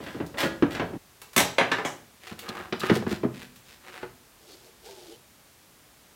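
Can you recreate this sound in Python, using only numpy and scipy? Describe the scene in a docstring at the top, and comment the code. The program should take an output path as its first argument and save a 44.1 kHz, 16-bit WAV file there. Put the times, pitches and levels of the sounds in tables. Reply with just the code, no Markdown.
"""Plastic parts coming off a car

Three separate moments in a garage. A floppy wheel-arch liner is dragged out, bumping and scraping the
steel wing. Trim clips are prised open with loud snaps. A hollow tail lamp is rocked loose, knocks in
its seat and slides out. Each contact rings the plastic; rubbing is a stream of tiny slips."""
import sys
import numpy as np
from scipy import signal
from scipy.fft import rfft, irfft, next_fast_len
from scipy.io import wavfile

SR = 44100
rng = np.random.default_rng(int(sys.argv[2]) if len(sys.argv) > 2 else 0)


def bounce(signal):
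    """Save signal as a 16-bit WAV file at the path given by the first command-line argument."""
    frames = np.transpose(np.atleast_2d(signal))
    limited = np.clip(frames, -1, 1)
    pcm = np.round(limited * 32767).astype(np.int16)
    wavfile.write(sys.argv[1], SR, pcm)


N = 271213
TIME = np.arange(N) / SR
RING_TIME = TIME[:SR * 3 // 4]
CUTOFF_HZ = 16000


def from_db(db):
    """Decibels to gain."""
    return 10 ** (np.asarray(db) / 20)


def unit_rms(x):
    """Scale to rms 1."""
    return x / np.sqrt(np.mean(x ** 2) + 1e-20)


def at_level(x, db):
    """Scale a short sound so its energy, spread over 20 ms, has this level."""
    return x * from_db(db) * np.sqrt(.02 * SR / np.sum(x ** 2))


def at_hz(curve, hz):
    """Read a curve on a log-frequency axis."""
    known_hz, values = np.transpose(curve)
    return np.interp(np.log(np.maximum(hz, 1)), np.log(known_hz), values)


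def add(track, start_s, sound):
    """Mix a sound in at start_s."""
    start = round(start_s * SR)
    track[start:start + len(sound)] += sound[:N - start]


def butter(x, hz, kind, order):
    """Causal Butterworth filter."""
    return signal.sosfilt(signal.butter(order, hz, kind, fs=SR, output="sos"), x + 1e-18)


def coloured(x, spectrum):
    """Minimum-phase filter to a spectrum: nothing sounds early."""
    size = 2 * next_fast_len(len(x))
    cepstrum = irfft(np.log(from_db(at_hz(spectrum, np.fft.rfftfreq(size, 1 / SR)))))
    cepstrum[1:size // 2] *= 2
    cepstrum[size // 2 + 1:] = 0
    return irfft(rfft(x, size) * np.exp(rfft(cepstrum)))[:len(x)]


def drift(rate_hz):
    """Random wavering, rms 1."""
    return unit_rms(butter(rng.standard_normal(N + SR), rate_hz, "low", order=2)[SR:])


def decay(t60_s, hold_s=0):
    """Exponential decay after a level start."""
    return np.exp(-np.log(1000) * np.maximum(RING_TIME - hold_s, 0) / t60_s)


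def dense_ring(t60_curve):
    """Countless overlapping modes: noise whose octaves die at their own rates; energy 1."""
    size = len(RING_TIME)
    white = rfft(rng.standard_normal(size))
    octave = np.ceil(np.log2(np.maximum(np.fft.rfftfreq(size, 1 / SR), 128)))
    ring = sum(irfft(white * (octave == k), size) * decay(at_hz(t60_curve, 2 ** (k - .5)))
               for k in np.unique(octave))
    return ring / np.linalg.norm(ring)


def modal_ring(modes, pitch_ratio=1):
    """Damped sines; neighbouring modes swing in opposite directions."""
    return sum((-1) ** k * from_db(db) * decay(t60_s) * np.sin(2 * np.pi * hz * pitch_ratio * RING_TIME)
               for k, (hz, db, t60_s) in enumerate(modes))


def resonate(x, response):
    """Drive a body or space, its impulse response scaled to energy 1."""
    return signal.fftconvolve(x, response / np.linalg.norm(response))[:N]


def friction(slips_per_s, spread_db):
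    """Tiny random slips over a smooth hiss; rms 1."""
    sizes = from_db(spread_db * np.minimum(rng.exponential(1, N), 4)) * rng.choice([-1, 1], N)
    slips = sizes * (rng.random(N) < slips_per_s / SR)
    return unit_rms(unit_rms(slips) + .5 * rng.standard_normal(N))


def stroke(start_s, length_s, rise_share):
    """Pressure of one stroke, 0-1, with a rounded top."""
    corners_s = start_s + length_s * np.array([0, rise_share, 1])
    return np.sin(np.pi / 2 * np.interp(TIME, corners_s, [0, 1, 0]))


# freq_hz, gain_db
BACKGROUND_SPECTRUM = [(18, -52), (30, -0.5), (209, -5), (392, -8), (645, -9.5), (1660, -12), (15800, -19)]


def background(level_db=-56.5):
    """Faint steady hiss."""
    hiss = coloured(rng.standard_normal(N), BACKGROUND_SPECTRUM)
    return from_db(level_db) * unit_rms(butter(hiss, CUTOFF_HZ, "low", order=8))


# freq_hz, t60_s
GARAGE_DECAY = [(100, 1), (400, 0.44), (2000, 0.36), (6000, 0.38), (14000, 0.22)]


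def garage(x, wet_db, build_s=0.0066):
    """Reflections from car and walls thicken, then die away."""
    echoes = dense_ring(GARAGE_DECAY) * (1 - np.exp(-(RING_TIME / build_s) ** 2))
    return from_db(wet_db) * signal.fftconvolve(x, echoes)[:N]


def peaked(x, hz, q):
    """One resonance."""
    return signal.lfilter(*signal.iirpeak(hz, q, fs=SR), x + 1e-18)


# start_s, level_db, pitch_hz, q
TOOL_TICKS = [(0.264, -51, 4700, 2), (1.217, -44.5, 1130, 1.5), (1.332, -47.5, 1490, 0.79),
              (2.391, -41, 2700, 2.4), (2.589, -55, 2660, 3.6), (2.796, -43.5, 3800, 0.89),
              (3.559, -53, 2460, 0.7)]


def ticks(crack_db=-15, top_db=4.5, t60_s=0.086):
    """Tool tip and edges click: a sharp contact, a bright top, one short resonance."""
    out = np.zeros(N)
    for start_s, level_db, hz, q in TOOL_TICKS:
        click = from_db(crack_db) * (RING_TIME == 0) + dense_ring([(hz, t60_s)])
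        tick = unit_rms(peaked(click, hz, q)) + from_db(top_db) * unit_rms(click)
        add(out, start_s, at_level(tick, level_db))
    return out + garage(out, wet_db=-2)


# start_s, level_db
CATCH_SLIPS = [(2.489, -38), (2.804, -39), (4.523, -61)]


def pings(events, pitch_hz, q, t60_s):
    """A slipping catch or the prying tool rings in one noisy band."""
    out = np.zeros(N)
    for start_s, level_db in events:
        ring = peaked(dense_ring([(pitch_hz, t60_s)]), pitch_hz, q)
        add(out, start_s, at_level(ring, level_db))
    return out


# start_s, length_s, level_db, pitch_hz
SLIDE_SQUEAKS = [(4.51, 0.045, -53.5, 4450), (5.12, 0.045, -57.5, 3050)]


def squeaks(glide_share=0.06, jitter_share=0.035):
    """Sliding plastic sticks and slips fast enough for a rough, slightly rising note."""
    out = np.zeros(N)
    for start_s, length_s, level_db, hz in SLIDE_SQUEAKS:
        glide = glide_share * np.clip((TIME - start_s) / length_s - .5, -.5, .5)
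        pitch_hz = hz * (1 + glide + jitter_share * drift(rate_hz=350))
        note = unit_rms(np.sin(2 * np.pi * np.cumsum(pitch_hz) / SR))
        out += from_db(level_db) * stroke(start_s, length_s, rise_share=0.5) * note
    return out


# freed lamp shell: freq_hz, gain_db, t60_s
SHELL_MODES = [(365, -2, 0.2), (475, -3, 0.18), (620.5, -4, 0.06), (850, -3, 0.05), (1500, -5, 0.012)]
# shell hum: time_s, level_db
SLIDE_LEVELS = [(4.25, -85), (4.51, -49.5), (4.6, -56), (4.668, -56), (4.812, -71), (4.86, -45),
                (4.92, -50.5), (5.144, -52), (5.22, -74)]


def lamp_slide(hiss_db=-3.5, jerk_db=1.0, detune_share=0.052):
    """Jerky pulls with a light hiss; the hollow shell hums, wavering as the grip shifts."""
    grain = friction(slips_per_s=700, spread_db=0)
    warped_s = TIME + np.cumsum(detune_share * drift(rate_hz=11)) / SR
    hum = unit_rms(np.interp(warped_s, TIME, resonate(grain, modal_ring(SHELL_MODES))))
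    hiss = unit_rms(butter(grain, [2700, 5800], "band", order=1))
    pull_db = np.interp(TIME, *np.transpose(SLIDE_LEVELS), left=-np.inf, right=-np.inf)
    pull_db += jerk_db * drift(rate_hz=15)
    return from_db(pull_db) * (hum + from_db(hiss_db) * hiss)


# freq_hz, gain_db, t60_s
LAMP_RIM_MODES = [(1240, -1, 0.073), (1666, -6, 0.075), (2700, -3, 0.015), (3900, -8, 0.012)]
# start_s, length_s, level_db, slips_per_s
RIM_CREAKS = [(2.466, 0.14, -50.5, 60), (2.816, 0.022, -31, 207), (2.86, 0.045, -37, 72)]


def creaks():
    """The lamp's rim sticks and slips on its seat: runs of uneven jerks ring its modes."""
    out, rim = np.zeros(N), modal_ring(LAMP_RIM_MODES)
    for start_s, length_s, level_db, slips_per_s in RIM_CREAKS:
        jerk = rim * np.sqrt(SR / slips_per_s / np.sum(rim ** 2))
        gaps_s = rng.uniform(.6, 1.4, 64) / slips_per_s
        sizes_db = rng.normal(0, 3, 64)
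        for after_s, size_db in zip(np.cumsum(gaps_s) - gaps_s[0], sizes_db):
            if after_s < length_s:
                add(out, start_s + after_s, from_db(level_db + size_db) * jerk)
    return out


# freq_hz, gain_db
RUB_SPECTRUM = [(60, 14), (400, 13.5), (900, 7), (1600, 6), (3200, 1), (6000, -4), (10000, -4.5),
                (16000, -1)]


def rubs(strokes, rise_share, slips_per_s, spread_db, edge_ratio):
    """Friction strokes swell and fade; a faster stroke centres higher."""
    out = np.zeros(N)
    grain = coloured(friction(slips_per_s, spread_db), RUB_SPECTRUM)
    for start_s, length_s, level_db, centre_hz in strokes:
        band = butter(grain, [centre_hz / edge_ratio, centre_hz * edge_ratio], "band", order=1)
        out += from_db(level_db) * stroke(start_s, length_s, rise_share) * unit_rms(band)
    return out


# freq_hz, t60_s
PLASTIC_DECAY = [(150, 0.14), (1000, 0.14), (4000, 0.05), (14000, 0.072)]


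def impacts(hits, spectrum, body_ring, crack_db, swell_s, t60_scale=1):
    """Contacts on plastic: clacks (a crack plus dense modes) and thumps of the whole part."""
    clacks, thumps = np.zeros((2, N))
    crack = from_db(crack_db) * butter(1. * (RING_TIME == 0), 3000, "low", order=1)
    swell = 1 - np.exp(-RING_TIME / swell_s)   # bending waves take a moment to fill the part
    t60_curve = [(hz, t60_s * t60_scale) for hz, t60_s in PLASTIC_DECAY]
    for start_s, clack_db, lowpass_hz, thump_db, tuning in hits:
        clack = coloured(crack + swell * dense_ring(t60_curve), spectrum)
        clack = butter(clack, lowpass_hz, "low", order=2)   # a soft contact is dull
        add(clacks, start_s, at_level(clack, clack_db))
        add(thumps, start_s, at_level(body_ring(tuning), thump_db))
    return clacks, thumps


# seated lamp: freq_hz, gain_db, t60_s
HOUSING_MODES = [(120, -6, 0.16), (178, -6, 0.08), (226, 0, 0.11), (290, -3, 0.07), (368, 1, 0.12),
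                 (455, -1, 0.09), (590, -3, 0.05), (730, -2, 0.07)]


def housing_ring(spot_hz, db_per_octave=11, detune_octaves=0.08):
    """The knocked spot favours modes near spot_hz; the grip detunes them."""
    modes = [(hz, db - db_per_octave * abs(np.log2(hz / spot_hz)), t60_s)
             for hz, db, t60_s in HOUSING_MODES]
    return modal_ring(modes, 2 ** (detune_octaves * rng.standard_normal()))


# clacks: freq_hz, gain_db
LAMP_SPECTRUM = [(50, -12), (150, 1.5), (450, -4), (950, -4.5), (1600, -1.5), (2800, -3.5), (5000, -2),
                 (16000, -29)]
# lamp and gloves on the body: start_s, length_s, level_db, centre_hz
LAMP_STROKES = [(2.20, 0.15, -44, 2640), (2.36, 0.35, -42, 1340), (2.775, 0.21, -38.5, 2640),
                (2.925, 0.065, -38.5, 4350), (3.06, 0.12, -41.5, 3500), (3.32, 0.16, -46, 2980),
                (3.64, 0.14, -51.5, 3730), (3.80, 0.29, -46, 1970)]
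# start_s, clack_db, lowpass_hz, thump_db, spot_hz
LAMP_KNOCKS = [(2.315, -43, 890, -37.5, 170), (2.490, -43.5, 2400, -37, 190),
               (2.598, -40, 1730, -42.5, 330), (2.725, -29.5, 3000, -28, 367),
               (2.835, -28.5, 1500, -28, 344), (2.897, -23, 2170, -18.5, 463),
               (2.910, -27.5, 890, -16.5, 193), (2.962, -36.5, 3000, -27, 466),
               (3.023, -40.5, 1500, -35.5, 477), (3.066, -33, 1380, -24.5, 194),
               (3.111, -35, 1880, -29, 256), (3.125, -38, 1880, -25.5, 213), (3.233, -31, 890, -26, 483),
               (3.246, -33.5, 600, -23, 189)]


def lamp_rocking():
    """Rocked by hand, the housing rubs, creaks and knocks in its seat; once free it rings higher."""
    contact = dict(spectrum=LAMP_SPECTRUM, crack_db=-6, swell_s=0.00078)
    seated = impacts(LAMP_KNOCKS, body_ring=housing_ring, **contact)
    last_knock = (4.03, -38.5, 1400, -35, 1)   # start_s, clack_db, lowpass_hz, thump_db, pitch_ratio
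    free = impacts([last_knock], body_ring=lambda ratio: modal_ring(SHELL_MODES, ratio), **contact)
    clacks, thumps = np.add(seated, free)
    drag = rubs(LAMP_STROKES, rise_share=0.55, slips_per_s=260, spread_db=3.2, edge_ratio=1.8)
    hum = from_db(-13) * resonate(drag, modal_ring(HOUSING_MODES))
    near = clacks + drag + creaks() + hum
    return near + thumps + garage(near + from_db(-8) * thumps, wet_db=-7)


def flexed(hits, base_ratio, octaves_per_db):
    """Append a pitch ratio: the more a hit thumps, the more of the part flexes and the deeper it rings."""
    return [(start_s, clack_db, hz, thump_db, base_ratio * 2 ** (octaves_per_db * (clack_db - thump_db)))
            for start_s, clack_db, hz, thump_db in hits]


def rebounds(hits, after_s, gain_db, weight_db, sag_ratio):
    """The part falls back once per hit, duller and deeper, its thump capped by its own weight."""
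    falls = []
    for start_s, clack_db, lowpass_hz, thump_db, pitch_ratio in hits:
        change_db = min(gain_db, weight_db - thump_db)
        fall_s = start_s + after_s * rng.uniform(.8, 1.2)
        falls.append((fall_s, clack_db + change_db, lowpass_hz * sag_ratio,
                      thump_db + change_db, pitch_ratio * sag_ratio))
    return falls


# liner sheet: base_hz, gain_db, t60_s
SHEET_MODES = [(148.3, -9.5, 0.17), (249.4, -2, 0.094), (292.3, -2, 0.2), (341, 5.5, 0.05),
               (425, -8, 0.062), (750, -27, 0.12)]
# freq_hz, gain_db, t60_s
STEEL_WING_MODES = [(334, -2, 0.45), (528, -1, 0.52), (845, -9, 0.3), (1222, -6, 0.3), (1432, -4, 0.3),
                    (1674, -5, 0.65), (1938, -2, 0.25), (3171, -11, 0.2)]
# clacks: freq_hz, gain_db
LINER_SPECTRUM = [(50, -8.5), (200, -1), (550, -2), (950, -8), (1700, -5), (3000, -7), (5000, -9),
                  (9000, -16), (16000, -43)]
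# scrapes on the wing: start_s, length_s, relative_db, centre_hz
LINER_STROKES = [(0.0, 0.25, -48.5, 2500), (0.371, 0.065, -32.5, 1600), (0.378, 0.11, -32, 3230),
                 (0.703, 0.08, -40.5, 2370)]
# start_s, clack_db, lowpass_hz, thump_db
LINER_BUMPS = [(0.003, -41.5, 1400, -42), (0.064, -38.5, 3660, -43), (0.146, -40, 1260, -35.5),
               (0.202, -33.5, 1390, -27.5), (0.343, -40.5, 1670, -53), (0.432, -25.5, 2570, -26),
               (0.624, -23.5, 1730, -13.5), (0.750, -33.5, 4400, -43), (0.797, -26, 2250, -32.5),
               (0.934, -43.5, 1500, -35), (0.955, -48.5, 800, -39.5)]


def liner(end_s=0.982, fade_s=0.013):
    """The loose sheet bumps, drags and shakes; its edge scrapes and flicks the wing, which rings on."""
    bumps = flexed(LINER_BUMPS, base_ratio=1.03, octaves_per_db=0.007)
    bumps += rebounds(bumps, after_s=0.02, gain_db=-2, weight_db=-33, sag_ratio=0.566)
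    clacks, thumps = impacts(bumps, LINER_SPECTRUM, lambda ratio: modal_ring(SHEET_MODES, ratio),
                             crack_db=-5.5, swell_s=0.00085)
    rasp = rubs(LINER_STROKES, rise_share=0.12, slips_per_s=760, spread_db=4, edge_ratio=2)
    drag = from_db(-2) * (rasp + resonate(rasp, dense_ring(PLASTIC_DECAY)))
    shaking = rng.standard_normal(len(RING_TIME)) * decay(t60_s=1)
    flutter = from_db(-15) * resonate(butter(rasp, 2200, "low", order=2), shaking)
    wing = modal_ring(STEEL_WING_MODES)
    near = clacks + drag + flutter + from_db(-17.5) * resonate(drag, wing)
    add(near, start_s=0.432, sound=at_level(wing, db=-25.5))   # the flick
    heard = near + thumps + garage(near + from_db(-9) * thumps, wet_db=-5)
    return heard * np.clip((end_s - TIME) / fade_s, 0, 1)


# trim around a clip: base_hz, gain_db, t60_s
PANEL_MODES = [(118, -9.5, 0.51), (180.7, 0.5, 0.22), (280.4, 8, 0.13), (337.2, 6, 0.092), (472, 6, 0.16)]
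# clacks: freq_hz, gain_db
CLIP_SPECTRUM = [(40, -48.5), (130, -14), (280, -7.5), (700, -3.5), (1100, -4), (1900, -1.5), (3200, -0.5),
                 (5000, -5.5), (9000, -5.5), (16000, -7.5)]
# start_s, clack_db, lowpass_hz, thump_db, pitch_ratio
CLIP_SNAPS = [(1.363, -21.5, 13100, -24, 0.81), (1.378, -20.5, 13900, -26, 0.71),
              (1.402, -23, 9000, -26, 1.0), (1.583, -20.5, 3200, -20.5, 1.96),
              (1.610, -25, 1960, -27.5, 0.95), (1.716, -23.5, 3200, -29.5, 0.96),
              (1.784, -31, 1600, -42, 0.95), (1.849, -30, 2050, -34, 0.86)]


def clips():
    """Clips snap out of the body and chatter; the open boot throws the sound straight back."""
    clacks, thumps = impacts(CLIP_SNAPS, CLIP_SPECTRUM, lambda ratio: modal_ring(PANEL_MODES, ratio),
                             crack_db=-11.5, swell_s=0.0016, t60_scale=0.51)
    boot = rng.standard_normal(len(RING_TIME)) * decay(t60_s=0.092, hold_s=0.014)
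    reflections = from_db(-4.5) * resonate(clacks, boot)
    return clacks + thumps + reflections + garage(clacks + from_db(-11) * thumps, wet_db=-1)


def scene():
    """Liner, clips and lamp in turn over faint hiss; mono."""
    parts = background() + liner() + clips() + lamp_rocking() + ticks()
    catches = pings(CATCH_SLIPS, pitch_hz=3900, q=6.2, t60_s=0.042)
    tool = pings([(1.85, -36.5)], pitch_hz=6400, q=3.6, t60_s=0.34)   # as the last clip gives
    return (parts + catches + tool + lamp_slide() + squeaks())[None]


def record(dry):
    """Cut the deepest bass and the top."""
    lowpass = signal.ellip(10, .1, 80, CUTOFF_HZ, fs=SR, output="sos")
    return signal.sosfilt(lowpass, butter(dry, 44, "high", order=3))


dry = scene()
out = record(dry)
bounce(out)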